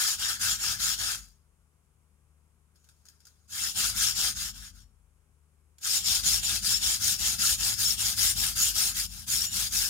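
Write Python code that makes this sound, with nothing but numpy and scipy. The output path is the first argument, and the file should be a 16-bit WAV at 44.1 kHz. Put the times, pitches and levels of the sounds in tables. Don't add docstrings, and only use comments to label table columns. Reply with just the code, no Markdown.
import sys
import numpy as np
from scipy import signal
from scipy.fft import rfft, irfft, next_fast_len
from scipy.io import wavfile
from scipy.ndimage import uniform_filter1d

SR = 44100
rng = np.random.default_rng(int(sys.argv[2]) if len(sys.argv) > 2 else 0)


def bounce(signal):
    frames = np.transpose(np.atleast_2d(signal))
    limited = np.clip(frames, -1, 1)
    pcm = np.round(limited * 32767).astype(np.int16)
    wavfile.write(sys.argv[1], SR, pcm)


N = 436149
T = np.arange(N) / SR

# start_s, pressure_db
STROKES = [(-0.077, -25), (0.172, -29.5), (0.388, -25.5), (0.578, -28), (0.781, -26), (0.969, -28),
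           (3.472, -26), (3.74, -24.5), (3.941, -23.5), (4.141, -25), (4.34, -33), (4.523, -45.5),
           (4.722, -58), (5.801, -22.5), (6.025, -23.5), (6.226, -22.5), (6.41, -26.5), (6.617, -24),
           (6.799, -25.5), (6.993, -23.5), (7.175, -26), (7.378, -23), (7.574, -25.5), (7.766, -24),
           (7.963, -25.5), (8.158, -22.5), (8.344, -26.5), (8.548, -23.5), (8.733, -24.5), (8.935, -29),
           (9.075, -41.5), (9.269, -25.5), (9.497, -27.5), (9.705, -25.5)]
# end_s, bear_down_s, rumble_db
RUNS = [(1.178, 0.0048, -45.5), (4.852, 0.17, -44.5), (9.91, 0.1, -43)]
# friction_steepness, skew (under 1 peaks early), hollow_db, ring_db, fizz_db
PUSH = (1.67, 0.99, 0.51, .3, 0.75)
PULL = (1.83, 0.89, -.6, -.7, -1.6)
# hollow_db, ring_db, fizz_db
LOOSE_TONE = (7.6, 0.67, 1)
# time_s, hollow_db, fizz_db
TONE_DRIFT = [(0, 8, -1), (1.1, 6.5, -1.5), (3.5, 5.5, 1), (4.399, 4, -1.5), (6.599, 0.5, -1.2),
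              (8.3, 2, 2.8), (9.8, 2, 2.5)]
# frequency_hz, level_db
GRIT_SPECTRUM = [(150, -34), (300, -14), (500, -22.5), (780, -12), (1100, -15.5), (2250, -10.5), (3200, -3),
                 (4400, 3), (6200, 1.5), (8000, 0), (11000, -1), (12400, -6), (14500, -2), (16000, -14)]
# pitch_hz, width_hz, lift_db, far_end_change_db
BLADE_MODES = [(1440, 170, 6.5, -3.5), (1690, 150, 5.5, -3), (1850, 750, 3, 2), (2054, 220, 3, -4),
               (2667, 100, 6, -1), (2910, 90, 1.5, 5), (3224, 480, 3.5, 0.5), (3666, 73, 5, 2),
               (4360, 37, -3, 6), (4990, 400, 5, -1), (5350, 200, 5.5, 4), (5630, 190, 6, -0.9),
               (6300, 220, 2.5, -1.5), (6740, 210, 5, -2.4), (6943, 280, 5.5, 1.5), (7216, 310, 4.5, 1.2),
               (9130, 420, 3, 0.2), (10100, 520, 0, -2)]
# pitch_hz, width_hz, level_db
BENCH_MODES = [(47.98, 2.2, -5), (54.5, 12, -4), (70, 26, -4.5), (110, 13, -7.5), (152.2, 49, -13),
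               (189.2, 44, -9.5), (259, 61, -19.5)]
# frequency_hz, level_db
AIR_SPECTRUM = [(100, -20), (170, -2), (300, -8), (400, -2), (600, -10), (1100, -8), (1600, -12),
                (2700, -17), (4200, -22), (7000, -16), (10200, -14), (12500, -22), (15800, -28)]
# pitch_hz, level_db
HUM_PARTIALS = [(75.2, -67), (150.2, -78)]
CATCH_TIMES = [0.410, 5.844, 6.257, 6.429, 7.391, 8.559, 9.266]
# start_s, strength_db
TOUCHDOWNS = [(2.7576, -58.5), (2.8424, -56), (2.8883, -50.5), (3.054, -50), (3.0637, -51), (3.0854, -44),
              (3.2036, -54), (3.2523, -44.5), (3.269, -45), (4.8025, -62), (5.7832, -45.5)]
# frequency_hz, likeness (0 to 1)
PORT_LIKENESS = [(200, .88), (500, .3), (1000, .45), (1700, .72), (2200, .35), (3700, .4), (4600, .18),
                 (6300, .15), (7200, .42), (8000, .35), (9300, .8), (9900, .48), (15000, .38)]
# frequency_hz, lead_rad
PORT_LEAD = [(600, 0), (1200, .9), (1550, 1.5), (1950, 2.9), (2600, -.7), (3800, -2.4), (5600, -2.7),
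             (6700, 0), (9000, 0)]
# frequency_hz, balance_db
PORT_BALANCE = [(60, 10), (280, 5), (560, 14), (850, 5), (1800, -1.5), (3000, -0.6), (3600, 4), (4400, 6),
                (5500, 19), (5950, 30.5), (6500, -4.5), (7600, 1.5), (10500, 4), (14000, 1)]


def gain_of(db):
    return 10 ** (np.asarray(db) / 20)


def unit_rms(x):
    return x / np.sqrt(np.mean(x ** 2) + 1e-20)


def curve(points, hz):
    point_hz, value = np.transpose(points)
    return np.interp(np.log(hz + 1), np.log(point_hz + 1), value)


def bell(hz, centre, width):
    return 1 / (1 + (2 * (hz - centre) / width) ** 2)


def equalise(x, gain):
    size = next_fast_len(N + 4096)
    return irfft(rfft(x, size) * gain(np.fft.rfftfreq(size, 1 / SR)), size)[..., :N]


def wander(t, per_s):
    values = rng.standard_normal(size=16384)
    return unit_rms(np.interp(t * per_s, np.arange(len(values)), values))


def arm_strokes(firm_db=-23, turn_drag=0.17, handover_s=0.021, lift_off_s=0.052,
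                bench_build_s=0.2, bench_settle_s=0.049):
    friction, shake, place, tone = np.zeros(N), np.zeros(N), np.zeros(N), np.zeros((3, N))
    drift_s, drift_hollow_db, drift_fizz_db = np.transpose(TONE_DRIFT)
    last_end = -np.inf
    for end, bear_down_s, rumble_db in RUNS:
        starts, pressures_db = np.transpose([row for row in STROKES if last_end < row[0] < end])
        last_end = end
        now = T >= starts[0]
        t = T[now]
        travel = np.interp(t, [*starts, end], np.arange(len(starts) + 1))
        stroke = np.minimum(travel.astype(int), len(starts) - 1)
        progress = travel - stroke
        place[now] = -np.cos(np.pi * travel)
        steepness, skew, hollow_db, ring_db, fizz_db = np.array([PUSH, PULL])[stroke % 2].T
        pressure_db = uniform_filter1d(pressures_db[stroke], size=round(handover_s * SR))
        bearing = 1 - np.exp(-(t - starts[0]) / bear_down_s)
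        after_s = np.maximum(t - end, 0)
        held = np.exp(-after_s / lift_off_s)
        speed = np.abs(np.sin(np.pi * progress ** skew))
        drag = turn_drag + (1 - turn_drag) * np.tanh(1.94 * speed ** steepness)
        friction[now] = bearing * held * gain_of(pressure_db) * drag
        jolt = 0.71 + 0.67 * np.abs(np.sin(np.pi * progress ** 0.28))
        rocking = (1 - np.exp(-(t - starts[0]) / bench_build_s)) * np.exp(-after_s / bench_settle_s)
        effort_db = pressure_db - firm_db
        shake[now] = rocking * jolt * gain_of(rumble_db + 0.36 * effort_db)
        hollow_db = hollow_db + np.interp(t, drift_s, drift_hollow_db) - 0.15 * effort_db
        fizz_db = fizz_db + np.interp(t, drift_s, drift_fizz_db)
        tone[:, now] = held * np.array([hollow_db, ring_db, fizz_db]) + np.outer(LOOSE_TONE, 1 - held)
    friction = uniform_filter1d(friction, size=300) * gain_of(0.5 * wander(T, per_s=25))
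    shake *= gain_of(1.1 * wander(T, per_s=16))
    return friction, shake, place, uniform_filter1d(tone, size=1200)


def grit(grains_per_s=20000, chatter_db=-0.64, grip_db=0.7):
    grain_size = gain_of(2.4 * np.minimum(rng.exponential(1, N), 4))
    breaks = rng.random(N) < grains_per_s / SR
    grains = unit_rms(grain_size * breaks * rng.standard_normal((2, N)))
    hiss = 0.71 * rng.standard_normal((2, N))
    bite_db = chatter_db * wander(T, per_s=480) + grip_db * wander(T, per_s=70)
    return unit_rms((grains + hiss) * gain_of(np.minimum(bite_db, 3.5)))


def mid_dip(hz, t, place, mid_dip_db=8):
    depth = np.clip(np.gradient(place, t) / 12, 0, 1)
    return mid_dip_db * depth * bell(hz, 550, 470)


def blade(drive, place, tone, glide=0.013, bounce_s=0.00043, patchy_db=1.9):
    hz, t, spectrum = signal.stft(drive, SR, nperseg=512, noverlap=256)
    hz = hz[:, None]
    place, hollow_db, ring_db, fizz_db = (np.interp(t, T, control) for control in (place, *tone))
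    eq_db = curve(GRIT_SPECTRUM, hz) + 2.1 * ring_db * bell(hz, 6100, 3000)
    eq_db += 0.95 * fizz_db / (1 + (8500 / (hz + 1)) ** 6)
    eq_db += hollow_db * (1.4 * bell(hz, 1480, 800) + 0.37 * bell(hz, 3250, 230))
    eq_db -= 0.33 * np.cos(2 * np.pi * hz * bounce_s * (1 + 0.11 * place))
    for pitch_hz, width_hz, lift_db, far_db in BLADE_MODES:
        flare_db = 2.2 * np.sqrt(abs(lift_db) / 4) * wander(t, per_s=36)
        detune = 1 + 0.012 * wander(t, per_s=14) + glide * place
        eq_db += (lift_db + far_db * place + flare_db) * bell(hz, pitch_hz * detune, width_hz)
    eq_db -= mid_dip(hz, t, place)
    patches = uniform_filter1d(rng.standard_normal(eq_db.shape), size=4, axis=0)
    patches = uniform_filter1d(patches, size=3, axis=1)
    gain = gain_of(eq_db + patchy_db * unit_rms(patches))
    gain /= np.sqrt(uniform_filter1d(np.mean(gain ** 2, axis=0), size=3))
    return signal.istft(spectrum * gain, SR, nperseg=512, noverlap=256)[1][:, :N]


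def reflections(x, t60_s, delay_s):
    t = T[:SR * 3 // 4]
    taps = rng.choice([-1., 1.], (2, len(t))) * (rng.random((2, len(t))) < 1 / 12)
    taps *= gain_of(-60 * t / t60_s) * (t > delay_s)
    taps /= np.linalg.norm(taps, axis=1, keepdims=True)
    return signal.fftconvolve(x, taps, axes=1)[:, :N]


def bench_rumble(shake, band_hz=(38, 330)):
    shove = shake * rng.standard_normal((2, N))
    ringing = np.zeros((2, N))
    for k, (pitch_hz, width_hz, level_db) in enumerate(BENCH_MODES):
        mode = signal.lfilter(*signal.iirpeak(pitch_hz, pitch_hz / width_hz, SR), shove)
        makeup = np.sqrt(SR / (np.pi * width_hz))
        ringing += (-1) ** k * gain_of(level_db) * makeup * mode
    return signal.sosfilt(signal.butter(4, band_hz, "band", fs=SR, output="sos"), ringing)


def room_tone(air_db=-77.5):
    air = equalise(rng.standard_normal((2, N)), lambda hz: gain_of(curve(AIR_SPECTRUM, hz)))
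    bed = gain_of(air_db) * unit_rms(air)
    for pitch_hz, level_db in HUM_PARTIALS:
        bed[0] += gain_of(level_db - wander(T, per_s=4.9)) * np.sin(2 * np.pi * pitch_hz * T)
    return np.sqrt(2) * bed


def edge_catches(jump_db=4, slip_s=0.015):
    snags = sum((T >= time_s) * np.exp(-np.abs(T - time_s) / slip_s) for time_s in CATCH_TIMES)
    return gain_of(jump_db * snags)


def edge_touches(trim_db=-9, resting_db=-75, rise_s=0.0004, tick_s=0.0013, scratch_s=0.0075, skid_s=0.03):
    force = gain_of(resting_db) * ((T > 2.75) & (T < 3.47))
    age = T[:SR // 6]
    touch = 1.2 * np.exp(-age / tick_s) + np.exp(-age / scratch_s) + 0.3 * np.exp(-age / skid_s)
    touch *= 1 - np.exp(-age / rise_s)
    for start_s, strength_db in TOUCHDOWNS:
        start = round(start_s * SR)
        force[start:start + len(touch)] += gain_of(strength_db + trim_db) * touch
    return force


def microphone_ports(x):
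    alike = lambda hz: np.clip(curve(PORT_LIKENESS, hz), 0, 1)
    right_gain = lambda hz: np.sqrt(2 / (1 + gain_of(curve(PORT_BALANCE, hz)) ** 2))
    left = equalise(x[0], lambda hz: np.sqrt(2 - right_gain(hz) ** 2))
    shared = equalise(x[0], lambda hz: right_gain(hz) * alike(hz) * np.exp(-1j * curve(PORT_LEAD, hz)))
    right_only = equalise(x[1], lambda hz: right_gain(hz) * np.sqrt(1 - alike(hz) ** 2))
    return np.array([left, shared + right_only])


def scene(bench_top_db=-8, room_db=-22, handling_db=-68):
    friction, shake, place, tone = arm_strokes()
    force = friction * edge_catches() + edge_touches()
    scrape = blade(grit() * force, place, tone)
    bench_top = gain_of(bench_top_db) * reflections(scrape, t60_s=0.099, delay_s=0.00098)
    room = gain_of(room_db) * reflections(scrape, t60_s=0.28, delay_s=0.015)
    rumble = bench_rumble(shake + gain_of(handling_db))
    return microphone_ports(scrape + bench_top + room + rumble + room_tone())


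def record(dry, cutoff_hz=15900):
    lowpass = signal.firwin(511, cutoff_hz, window=("kaiser", 9), fs=SR)
    return signal.oaconvolve(dry, lowpass[None], "same")


dry = scene()
out = record(dry)
bounce(out)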